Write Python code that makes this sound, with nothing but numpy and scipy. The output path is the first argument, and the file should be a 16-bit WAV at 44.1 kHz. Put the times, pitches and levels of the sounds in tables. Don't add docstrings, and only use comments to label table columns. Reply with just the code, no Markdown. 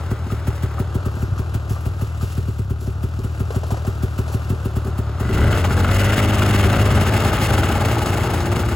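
import sys
import numpy as np
from scipy import signal
from scipy.fft import rfft, irfft, next_fast_len
from scipy.io import wavfile
from scipy.ndimage import uniform_filter1d, minimum_filter1d

SR = 44100
rng = np.random.default_rng(int(sys.argv[2]) if len(sys.argv) > 2 else 0)


def master_out(mix):
    frames = np.transpose(np.atleast_2d(mix))
    ceiling = np.clip(frames, -1, 1)
    pcm = np.round(ceiling * 32767).astype(np.int16)
    wavfile.write(sys.argv[1], SR, pcm)


def magnitude_from_level(level_db):
    exponent = np.asarray(level_db, float) / 20
    return 10 ** exponent


N = 385875

# start_s, crack_db, thump_db, hiss_puff_db
IDLE_FIRINGS = [(0.113, -14.5, -16.5, -44.5), (0.32, -16, -18, -46.5), (0.477, -16, -16.5, -41.5),
                (0.632, -17.5, -16.5, -42.5), (0.798, -14, -17.5, -43.5), (0.952, -14, -17.5, -44.5),
                (1.06, -16, -18, -44), (1.225, -17, -18, -47), (1.392, -19.5, -17.5, -46),
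                (1.547, -22.5, -16, -41.5), (1.704, -20.5, -16, -46.5), (1.861, -21, -16, -44.5),
                (2.019, -18.5, -17, -44.5), (2.226, -19, -18.5, -44.5), (2.377, -18.5, -17.5, -49),
                (2.482, -19.5, -18, -55), (2.591, -21, -17.5, -50.5), (2.705, -18.5, -16.5, -49),
                (2.874, -19, -18.5, -52), (3.036, -18, -16.5, -45), (3.243, -19.5, -18, -47),
                (3.403, -16.5, -16.5, -46), (3.56, -15.5, -15.5, -45), (3.717, -16.5, -16, -43),
                (3.874, -15.5, -16.5, -43), (4.032, -15.5, -17, -42.5), (4.187, -15.5, -16, -42.5),
                (4.343, -16, -16.5, -43), (4.5, -17, -16.5, -43), (4.655, -15.5, -18.5, -45),
                (4.765, -16, -17, -43), (4.874, -18.5, -20.5, -48), (4.986, -16.5, -18.5, -43.5),
                (5.205, -17, -17, -41)]
# start_s, level_db, sharpness (0-1)
STUMBLES = [
    (0.265, -34, 0.65),
    (1.167, -31, 0.27),
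    (1.318, -21, 0),
    (2.814, -43, 0.9),
    (3.188, -24, 0.2),
    (4.523, -24.5, 0.29),
    (4.852, -38.5, 1),
    (5.251, -20, 0.15),
    (5.293, -25, 0.4),
    (5.325, -34, 0.2),
]
# start_s, thump_db, hiss_puff_db
BEATS = [(5.347, -9, -39), (5.381, -9.2, -42), (5.408, -7.5, -39), (5.434, -7.0, -41),
         (5.482, -7.5, -44), (5.506, -9.6, -35), (5.528, -4.5, -43), (5.553, -15, -35.9),
         (5.581, -11, -35), (5.647, -11, -32.5), (5.707, -5, -38), (5.73, -13, -34),
         (5.777, -7.5, -32), (5.8, -5, -32), (5.845, -9.8, -42), (5.889, -6, -39),
         (5.92, -10.6, -32), (5.952, -14, -44), (6.003, -13, -37), (6.053, -9, -36),
         (6.101, -13, -49), (6.14, -15, -51), (6.179, -6.5, -40), (6.236, -8, -35),
         (6.293, -8, -42), (6.342, -10.7, -37), (6.389, -9.4, -35), (6.428, -7, -39),
         (6.467, -12, -33), (6.497, -6, -43), (6.546, -5.5, -40), (6.597, -9, -45),
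         (6.646, -2.5, -40), (6.705, -13, -34), (6.736, -12.1, -33), (6.764, -6, -38),
         (6.803, -8, -43), (6.862, -13, -32), (6.911, -8, -37), (6.959, -7.4, -32.3),
         (7.015, -6, -29), (7.07, -7, -32.9), (7.12, -19, -35.4), (7.144, -8, -31),
                (7.171, -18, -35), (7.208, -15.2, -32), (7.23, -14.4, -40), (7.254, -7, -29),
                (7.281, -13, -40), (7.337, -10.5, -32.1), (7.396, -12, -40), (7.42, -10.6, -31.3),
                (7.497, -8, -37), (7.54, -9, -31), (7.585, -13, -31), (7.639, -10, -33.2),
                (7.688, -12, -31.5), (7.715, -10, -32), (7.757, -10, -37), (7.811, -11.5, -32),
                (7.855, -12.9, -29.5), (7.889, -19, -32), (7.916, -15, -31), (7.99, -19, -32),
                (8.02, -11, -34), (8.064, -12.5, -31), (8.09, -10, -37), (8.137, -17, -38),
                (8.176, -14, -36), (8.211, -14, -36), (8.237, -15.2, -35.6), (8.309, -21, -32),
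                (8.339, -17, -31), (8.46, -11, -32.5), (8.519, -19, -31.5), (8.562, -8.5, -29.5),
                (8.6, -11, -31), (8.654, -15, -42), (8.69, -17, -31.5), (8.721, -10.5, -39)]
# time_s, speed_turns_per_s
CRANK_SPEED = [(5.2, 20.1), (5.24, 22.6), (5.41, 36.5), (5.5, 43.4), (5.59, 45.1), (5.75, 42.8),
               (5.96, 48.2), (6.09, 51.7), (6.27, 52.3), (6.62, 50.1), (6.94, 51.9), (7.08, 54.4),
               (7.53, 54.3), (7.85, 56.3), (8.11, 57.8), (8.63, 58.8), (8.75, 56.5)]
# time_s, loudness_db, brightness_db
ENGINE = [(0, -35, -16), (.55, -35, -15), (.9, -34.5, -22), (1.6, -36.5, -20), (2.3, -39, -7.5),
          (2.7, -42.5, -13), (3.0, -39, -17), (3.75, -36.5, -15), (4.8, -34.5, -18), (5.15, -33.5, -30),
          (5.35, -28, -4.5), (5.55, -25.5, -6.5), (5.75, -28.5, -13), (6.05, -26, -0.5), (6.9, -24.5, -5),
          (7.75, -26, -6), (8.3, -27.5, -8.5), (8.75, -30.5, -11)]
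# time_s, share of port openings that burn (0-1), burn_db, pumping_db
LOAD = [(0, 0.39, -40, -17), (4.7, 0.35, -34, -18), (5.25, 0.13, -40, -20), (5.4, 0.15, -33, -12.5),
        (5.9, 0.56, -22, -8.5), (6.15, 1, -27, -2), (6.5, 0.28, -50, -13.5), (6.9, 0.52, -35, -5.5),
        (7.2, 0.08, -16, -20.5), (7.5, 0.04, 5, -18), (8.0, 0.16, 15, -18), (8.75, 0.25, -19, -14.5)]
# start_s, strength of the dip (before smoothing)
LULLS = [
    (0.2, 0.95),
    (0.4, 1.0),
    (2.64, 0.6),
    (2.73, 0.99),
    (2.93, 0.88),
    (3.09, 0.9),
    (4.9, 1.1),
    (5.05, 0.96),
    (5.13, 1.0),
]
# pitch_hz, width_hz, level_db
SILENCER = [(102.8, 69.3, 2), (47, 74, -1.5), (212, 118, -10.5)]
# pitch_hz, width_hz, level_db
CHAMBER = [(78.8, 68.5, -18), (364, 90, -48)]
# pitch_hz, width_hz, level_db
TAILPIPE = [(382, 69, -16), (302, 62, -26), (457, 60, -27)]
# pitch_hz, width_hz, level_db
COWL = [(563, 50, -12), (858, 250, 5), (1230, 388, 9.5), (1526, 510, 0), (310, 203, 6)]
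# pitch_hz, width_hz, level_db
FINS = [(2120, 182, 2.5), (2736, 315, 4), (3480, 550, -1.5), (1674, 383, 5)]
# pitch_hz, width_hz, level_db
CLUTCH_COVER = [(1434, 220, 6.5), (1990, 127, -1), (810, 190, -13), (2900, 470, -4.5)]
# pitch_hz, level_db (per Hz)
HISS = [(2060, -86), (3500, -1), (5860, -3), (6960, -2.5), (8860, 0.5), (10700, -4), (13500, -9),
        (16000, -5.5)]
# start_s, level_db
STEPS = [
    (0.28, -82),
    (0.55, -68),
    (1.18, -47),
    (1.68, -42),
    (2.2, -45.5),
    (2.8, -46),
    (3.5, -50),
    (4.28, -53),
]
# start_s, peak_db
SPITS = [(0.4589, -41), (0.5561, -35), (1.1498, -33), (1.8038, -36), (2.3176, -31.5), (2.7995, -42),
         (3.019, -44), (3.1857, -36), (3.6641, -31), (3.9729, -39), (4.3191, -29), (4.6389, -42),
         (4.8424, -34)]
# start_s, peak_db, pitch_hz, bright_db
KNOCKS = [(0.302, -24, 1260, -33), (0.406, -36, 584, -38), (0.782, -23, 1240, -34), (0.955, -37, 457, -32),
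          (1.378, -26.5, 1240, -25), (1.763, -26, 1180, -33), (2.21, -27.5, 1250, -23),
          (2.862, -33, 557, -23), (2.992, -53, 1160, -24), (3.357, -39, 600, -40), (3.505, -17, 466, -33),
          (3.545, -24, 646, -26), (3.633, -20.5, 630, -30), (3.705, -18.5, 666, -27),
          (3.744, -22, 720, -32), (3.771, -20.5, 490, -32), (3.849, -22.5, 644, -28),
          (4.279, -23.5, 616, -25.5), (4.3, -28.5, 452, -30), (4.485, -35, 1210, -23),
          (5.579, -34, 624, -24), (5.646, -22, 554, -22), (5.707, -14.5, 1400, -28),
          (8.058, -19.5, 1180, -20), (8.403, -23, 670, -18)]
# multiple of crank speed, standing_db, moving_db
CRANK_TONES = [(1, -1, -3), (2, 3, -14), (3, -17, -6), (4, -3, -10), (5, -8, -11), (6, -9, -8),
               (7, -16, -14), (8, -7, -11), (9, -18, -18), (10, -17, -13), (11, -9, -15), (12, -12, -14),
               (14, -19, -18), (15, -19, -18), (16, -18, -20)]
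# time_s, tones_db, moving off (0-1), howl_db of the pipe on the sixth tone
DRONE = [(0, -79, 0, 0), (5.22, -42, 0.2, 9), (5.33, -17.5, 0, -14), (5.45, -18, 0.1, -1.5),
         (5.6, -27.5, 0.9, 8), (5.75, -22.5, 0, 3), (6, -20.5, 0.15, -1.5), (6.5, -23, 0.3, 0),
         (7.0, -22.5, 0.2, -9), (7.3, -23.5, 0.85, -4), (7.9, -26, 0.9, -4), (8.2, -24, 1, 5.5),
         (8.45, -25.5, 1, 7), (8.75, -28, 1, 4.5)]
# start_s, peak_db, tunnel_db (share that rings the tunnel)
BARKS = [(5.333, -24, -7), (5.382, -15, -5), (5.428, -19, -18), (5.527, -6, -25), (5.579, -17, -16),
         (5.641, -10, -5), (5.707, -15, -2), (5.773, -11, -8), (5.799, -9, -15), (5.842, -6.5, -15),
         (5.887, -9, -21), (5.958, -14, -19), (6.09, -11, -20), (6.13, -8, -34), (6.191, -13, -13),
         (6.322, -16, -18), (6.385, -24, -19), (6.419, -5.5, -16), (6.497, -12, -25), (6.536, -7, -27),
         (6.594, -9, -28), (6.637, -8.5, -27), (6.697, -9, -26), (6.736, -7, -27), (6.795, -12, -24),
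         (6.896, -26, -15), (6.972, -6.5, -6), (7.062, -14, -4), (7.141, -14, -7), (7.177, -14, 1),
         (7.212, -16, -16), (7.251, -17, -17), (7.285, -14, -13), (7.33, -8, -10), (7.376, -6, -16),
         (7.409, -18, -7), (7.479, -14, -9), (7.504, -11, -6), (7.536, -15, -3), (7.575, -10, -19),
         (7.631, -7.5, -7), (7.667, -9, -14), (7.699, -20, -4), (7.725, -13, -13), (7.753, -21, 6),
         (7.815, -12, -5), (7.848, -12, -11), (7.888, -13, -14), (7.966, -13, -9), (8.019, -18, -9),
         (8.059, -18, -11), (8.129, -18, -7), (8.18, -16, 3.5), (8.293, -15, -12), (8.372, -12, -10),
         (8.402, -14, -5), (8.467, -21, 3), (8.555, -17, -6), (8.633, -14, -3), (8.714, -17, 0)]
# start_s, peak_db
TUNNEL_RINGS = [(7.252, -22), (7.332, -22), (7.417, -22), (7.465, -30.5), (7.537, -28.5), (7.582, -23),
                (7.638, -36), (7.699, -24), (7.755, -19.5), (7.81, -23), (7.913, -24), (7.967, -20.5),
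                (8.018, -23), (8.064, -28), (8.124, -24), (8.178, -29), (8.245, -26), (8.294, -28),
                (8.336, -26), (8.401, -34), (8.509, -30), (8.606, -35)]
# pitch_hz, width_hz, level_db
TUNNEL = [(822, 70, 0), (600, 70, -10)]
# pitch_hz, width_hz, level_db
FRAME = [(1180, 410, 2.5), (1520, 330, 2.5), (2160, 390, -3), (2940, 1150, 1), (3930, 1250, -3.5)]
# time_s, aim (0-1)
FACING = [(0, 0.92), (.75, 0.96), (1.05, 0), (4.45, 0), (5.2, 0.89), (8.75, 0.88)]
# pitch_hz, lead (half turns)
LEAD_ASIDE = [(0, 0), (520, .25), (900, .35), (1200, .15), (1550, .4), (2150, 1), (2700, 2), (6400, 2)]
# pitch_hz, lead (half turns)
LEAD_AHEAD = [(0, 0), (1900, 0), (2600, .38), (3500, .22), (5000, .3), (5750, .72), (6400, 0)]
# pitch_hz, lead (half turns)
LEAD_HIGH = [(7500, 0), (8500, -1), (9500, -1), (10500, -2), (11700, -2), (12600, -3), (13600, -3),
             (14800, -4)]
# pitch_hz, left_minus_right_db
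LEFT_LOUDER = [(60, 1.5), (270, 1), (480, 2.5), (950, 4), (2000, 1), (3500, 3.5), (5500, 3), (6400, 0)]
# pitch_hz, level_db
SCATTER = [(60, -24.5), (500, -16.5), (1800, -10.5), (4200, -6.5), (6300, -13), (6800, -28), (8000, -27)]


def columns(rows):
    s, *rest = np.transpose(rows)
    return [np.interp(np.arange(N) / SR, s, c) for c in rest]


def rms_one(x):
    return x / np.sqrt(np.mean(x ** 2) + 1e-20)


def even_out(x, floor):
    return x / np.sqrt(uniform_filter1d(x ** 2, SR // 4) + floor)


def clicks(times, sizes):
    out = np.full(N, 1e-18)
    at = np.clip((np.asarray(times) * SR).astype(int), 0, N - 1)
    np.add.at(out, at, sizes)
    return out


def resonances(x, modes, count=1):
    out = 0
    for k, (hz, width_hz, db) in enumerate(modes):
        r = np.exp(-np.pi * width_hz / SR)
        feedback = [1, -2 * r * np.cos(2 * np.pi * hz / SR), r * r]
        y = x
        for _ in range(count):
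            y = signal.lfilter([(1 - r * r) / 2, 0, (r * r - 1) / 2], feedback, y)
        out = out + magnitude_from_level(db) * y * (-1) ** k * SR / width_hz
    return out


def swell(x, rise_s, fall_s):
    a, b = np.exp(-2 / (rise_s * SR)), np.exp(-1 / (fall_s * SR))
    fading = signal.lfilter([1], [1, -b], x)
    return signal.lfilter([(1 - a) ** 2], [1, -2 * a, a * a], fading)


def on_log_hz(points, hz):
    table_hz, value = np.transpose(points)
    return np.interp(np.log(hz + 1), np.log(table_hz), value)


def slow_waver(steps_per_s, knot_values):
    return np.interp(np.arange(N), np.arange(0, N + SR // steps_per_s, SR // steps_per_s), knot_values)


def knot_count(steps_per_s):
    return len(np.arange(0, N + SR // steps_per_s, SR // steps_per_s))


def crank_angle(fired):
    idle_turns_per_s = 19.2
    turns = np.cumsum(np.r_[0, np.round(np.diff(fired) * idle_turns_per_s)])
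    t = np.arange(N) / SR
    angle = np.interp(t, np.r_[fired[0] - 1, fired], np.r_[-idle_turns_per_s, turns])
    part = np.interp(t, fired, np.arange(len(fired))) % 1
    angle += .25 * part * (1 - part)
    throttle_speed = columns(CRANK_SPEED)[0] * (t > fired[-1])
    return angle + np.cumsum(throttle_speed) / SR


def port_openings(angle):
    return np.flatnonzero(np.diff(np.floor(2 * angle), prepend=-9) > 0) / SR


def loaded_firings(ports):
    s, db, puff_db = np.transpose(BEATS)
    nearest = np.abs(ports[:-1, None] - s - .003).argmin(axis=0)
    return nearest, db - 3.0, puff_db + 1.0


def exhaust(ports, idle, loaded):
    strength, burn_luck, delay = rng.random((len(ports), 3)).T
    other = np.arange(len(ports)) % 2
    burn_share, burn_db, pumping_db = columns(LOAD)
    at = (ports * SR).astype(int)
    fire_s, crack_db, fire_db, _ = idle

    since_s = ports - np.r_[-1, fire_s][np.searchsorted(fire_s, ports + .001)]
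    push_db = -5.0 * np.exp(-since_s / 0.012) - 0.57 * other + 4.4 * (strength - .5)
    pumped = clicks(ports + 0.00089 + 0.0055 * delay, magnitude_from_level(push_db))
    pumping = even_out(resonances(pumped, CHAMBER, count=3), 1e-9)
    pumping = magnitude_from_level(pumping_db - 18.0 * burn_share) * pumping

    small_burn_db = burn_db[at] - 3.8 * other + 36.0 * (delay - 9.5)
    burns = clicks(ports, (burn_luck < burn_share[at]) * magnitude_from_level(small_burn_db))
    nearest, beat_db, _ = loaded
    beat_db = beat_db - 3.5 * (1 - np.interp(ports[nearest], *np.transpose(DRONE)[[0, 2]]))
    burns += clicks(ports[nearest], magnitude_from_level(beat_db - 8.0))
    burns += clicks(ports[nearest + 1], magnitude_from_level(beat_db - 21.5))

    odd_s, odd_db, sharp = np.transpose(STUMBLES)
    thumps = burns + clicks(fire_s + 0.0014, magnitude_from_level(fire_db - 2.0)) + clicks(odd_s, magnitude_from_level(odd_db + 2.0))
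    deep = resonances(thumps, SILENCER[:2], count=3)

    crisp = burns + clicks(odd_s, sharp * magnitude_from_level(odd_db + 14.5))
    tailpipe_lag_s, tailpipe_spread_db = 0.003, 5
    late = np.roll(crisp, int(tailpipe_lag_s * SR))
    late = late * magnitude_from_level(tailpipe_spread_db * rng.uniform(-1.6, 1, N))
    crisp = crisp + clicks(fire_s + 0.0016, magnitude_from_level(crack_db - 3.0))
    late = late + clicks(fire_s + 0.00427, magnitude_from_level(crack_db - 3.0))
    edge = resonances(crisp, SILENCER[2:], count=2) - resonances(late, TAILPIPE, count=3)
    return pumping + deep - magnitude_from_level(5.5 - 0.88 * burn_share) * edge


def gas_flow(ports, idle, loaded):
    flow = magnitude_from_level(2 * slow_waver(16, rng.standard_normal(knot_count(16))))
    flow *= 1 - np.clip(swell(clicks(ports[loaded[0]] - 0.03, 1.2), 0.0021, 0.01), 0, .9)
    flow *= 1 - np.clip(swell(clicks(idle[0] - 0.05, 0.28), 0.015, 0.01), 0, .9)
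    flow *= 1 - np.clip(swell(clicks(*np.transpose(LULLS)), 0.015, 0.027), 0, .85)
    return flow


def gas_and_metal(ports, idle, loaded, rattle_db, rasp_db, hiss_db):
    white = rng.standard_normal((3, 2, N))
    flow = gas_flow(ports, idle, loaded)
    beat = swell(clicks(ports, .5 + rng.random(len(ports))), 0.0025, 0.0045)
    tick_late, tick_hard = rng.uniform(-1, 1, (len(ports), 2)).T
    white[:2] += clicks(ports + 0.004 * tick_late, magnitude_from_level(18 + 6 * tick_hard))
    fire_s, _, _, puff_db = idle
    nearest, _, burst_db = loaded
    puff = swell(clicks(fire_s - .012, magnitude_from_level(puff_db + 10.5)), 0.011, 0.0062)
    burst = swell(clicks(ports[nearest] - .010, magnitude_from_level(burst_db - 7.5)), 0.005, 0.009)

    rattle_level = magnitude_from_level(rattle_db) * (0.61 + 0.24 * beat) + 1.6 * puff + 2.9 * burst
    rattle = rms_one(resonances(white[0], COWL)) * rattle_level
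    rasp_level = magnitude_from_level(rasp_db) * flow ** 0.58 * (0.77 + 0.59 * beat) + 0.57 * puff + 1.9 * burst
    rasp = rms_one(resonances(white[1], FINS)) * rasp_level

    hz = np.arange(N // 2 + 1) * SR / N
    air = rms_one(irfft(rfft(white[2]) * magnitude_from_level(on_log_hz(HISS, hz)), N))
    jet = rms_one(np.diff(air, prepend=0))
    hiss = air * (magnitude_from_level(hiss_db) * flow * (0.65 + 0.78 * beat) + 2.13 * burst)
    return rattle + rasp + hiss + jet * (0.42 * burst + 1.77 * puff)


def piston_slap(ports, loud_db):
    late, hard = rng.uniform(-1.12, 1, (len(ports), 2)).T
    slaps = clicks(ports + 0.00114 * late, magnitude_from_level(7 * hard))
    rung = even_out(resonances(slaps, CLUTCH_COVER, count=2), 1e-12)
    gained = uniform_filter1d(np.gradient(columns(CRANK_SPEED)[0]) * SR, SR // 4)
    return magnitude_from_level(loud_db - 8.5 + 0.2966 * gained) * np.clip(columns(LOAD)[0], 0, 1) * rung


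def band_noise(order, band_hz, noise):
    return signal.sosfilt(signal.butter(order, band_hz, "band", fs=SR, output="sos"), noise)


def steps():
    s, db = np.transpose(STEPS)
    spit_s, spit_db = np.transpose(SPITS)
    grains_per_s = 2800
    grains = (rng.random(N) < grains_per_s / SR) * rng.standard_normal(N) + 1e-9
    crust = band_noise(1, [2500.0, 15000.0], grains)
    crush = swell(clicks(s, magnitude_from_level(db + 4.5)), rise_s=0.018, fall_s=0.041)
    spits = swell(clicks(spit_s, magnitude_from_level(spit_db - 10.5)), rise_s=0.0022, fall_s=0.022)
    return rms_one(crust) * (crush + spits)


def knocks():
    slap = band_noise(2, [300, 1070], rng.standard_normal(N))
    grit = band_noise(2, [2500, 9400], rng.standard_normal(N))
    out, t = np.zeros(N), np.arange(SR // 12) / SR
    for s, db, hz, bright_db in KNOCKS:
        at = int(s * SR)
        here = slice(at, at + len(t))
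        note = np.sin(2 * np.pi * hz * t) * np.exp(-t / 0.0044)
        crunch = 1.53 * slap[here] + magnitude_from_level(bright_db + 14.0) * grit[here]
        touch = 1.8 * note + 1.42 * crunch * np.exp(-t / 0.019)
        out[here] += magnitude_from_level(db - 4.0) * touch * (1 - np.exp(-t / 0.00027))
    return out


def tones(angle):
    level_db, moving, howl_db = columns(DRONE)
    clean_burn_turns_per_s = 50
    unclean = np.clip((clean_burn_turns_per_s - columns(CRANK_SPEED)[0]) / 3, 0, 1)
    wavers = rng.standard_normal((len(CRANK_TONES), knot_count(14)))
    out = 0
    for (k, standing_db, moving_db), waver in zip(CRANK_TONES, wavers):
        db = standing_db + (moving_db - standing_db) * np.clip(moving, 0, 1)
        db = db + (k == 6) * howl_db
        db = db + (1.5 + .12 * k) * slow_waver(14, waver)
        db -= 5 * (k in (4, 8, 11, 12, 16)) * unclean
        phase_turns = round(k) * angle - .25 + (k > 2) * waver[0]
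        out = out + magnitude_from_level(db) * np.sin(2 * np.pi * phase_turns)
    return magnitude_from_level(level_db) * out


def barks():
    s, db, tunnel_db = np.transpose(BARKS)
    ring_s, ring_db = np.transpose(TUNNEL_RINGS)
    blast = swell(clicks(s, magnitude_from_level(db - 10)), rise_s=0.0021, fall_s=0.0069)
    frame = rms_one(resonances(rng.standard_normal(N), FRAME)) * blast
    struck = clicks(s, magnitude_from_level(db + tunnel_db - 14)) + clicks(ring_s, magnitude_from_level(ring_db - 5))
    return frame + resonances(struck, TUNNEL, count=2)


def ports_pair(direct, diffuse, lead):
    size = next_fast_len(N + 4096)
    hz = np.arange(size // 2 + 1) * SR / size
    half_turns = np.interp(hz, *np.transpose(lead)) + np.interp(hz, *np.transpose(LEAD_HIGH))
    gain = magnitude_from_level(on_log_hz(LEFT_LOUDER, hz) / 2)
    mid = rfft(direct, size)
    side = rfft(diffuse, size) * magnitude_from_level(on_log_hz(SCATTER, hz))
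    left = (mid + side) * gain * np.exp(1j * np.pi * half_turns)
    right = (mid - side) / gain
    return irfft(np.array([left, right]), size)[:, :N]


def scene():
    loud_db, bright_db = columns(ENGINE)
    facing = columns(FACING)[0]
    idle = np.transpose(IDLE_FIRINGS)
    angle = crank_angle(idle[0])
    ports = port_openings(angle)
    loaded = loaded_firings(ports)

    thump = exhaust(ports, idle, loaded)
    rattle_db = 2.5 + loud_db
    rasp_db = -3.0 + 2 * facing + loud_db + 0.78 * bright_db
    hiss_db = -3.5 + loud_db.mean() + 0.68 * (loud_db - loud_db.mean()) + 0.67 * bright_db
    noise, scattered = gas_and_metal(ports, idle, loaded, rattle_db, rasp_db, hiss_db)
    pipe_lag_s = 0.0105
    drone = tones(np.roll(angle, int(pipe_lag_s * SR)))
    direct = thump + noise + piston_slap(ports, loud_db) + steps() + knocks() + drone + barks()
    diffuse = scattered + np.roll(thump, 600)

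    aimed = np.clip(facing, 0, 1)
    aside = ports_pair(direct * (1 - aimed), diffuse * (1 - aimed), LEAD_ASIDE)
    ahead = ports_pair(direct * aimed, diffuse * aimed, LEAD_AHEAD)
    return aside + ahead


def top_cut(x):
    return signal.sosfilt(signal.butter(12, 17060, fs=SR, output="sos"), x)


def record(dry):
    cut = signal.sosfilt(signal.butter(2, 45, "high", fs=SR, output="sos"), dry)
    cut = signal.sosfilt(signal.ellip(10, .5, 70, 15850, fs=SR, output="sos"), cut)
    room_left = np.minimum(1, .78 / (np.abs(cut).max(axis=0) + 1e-9))
    gain = uniform_filter1d(minimum_filter1d(room_left, size=1200), size=600)
    return top_cut(cut * gain)


dry = scene()
out = record(dry)
master_out(out)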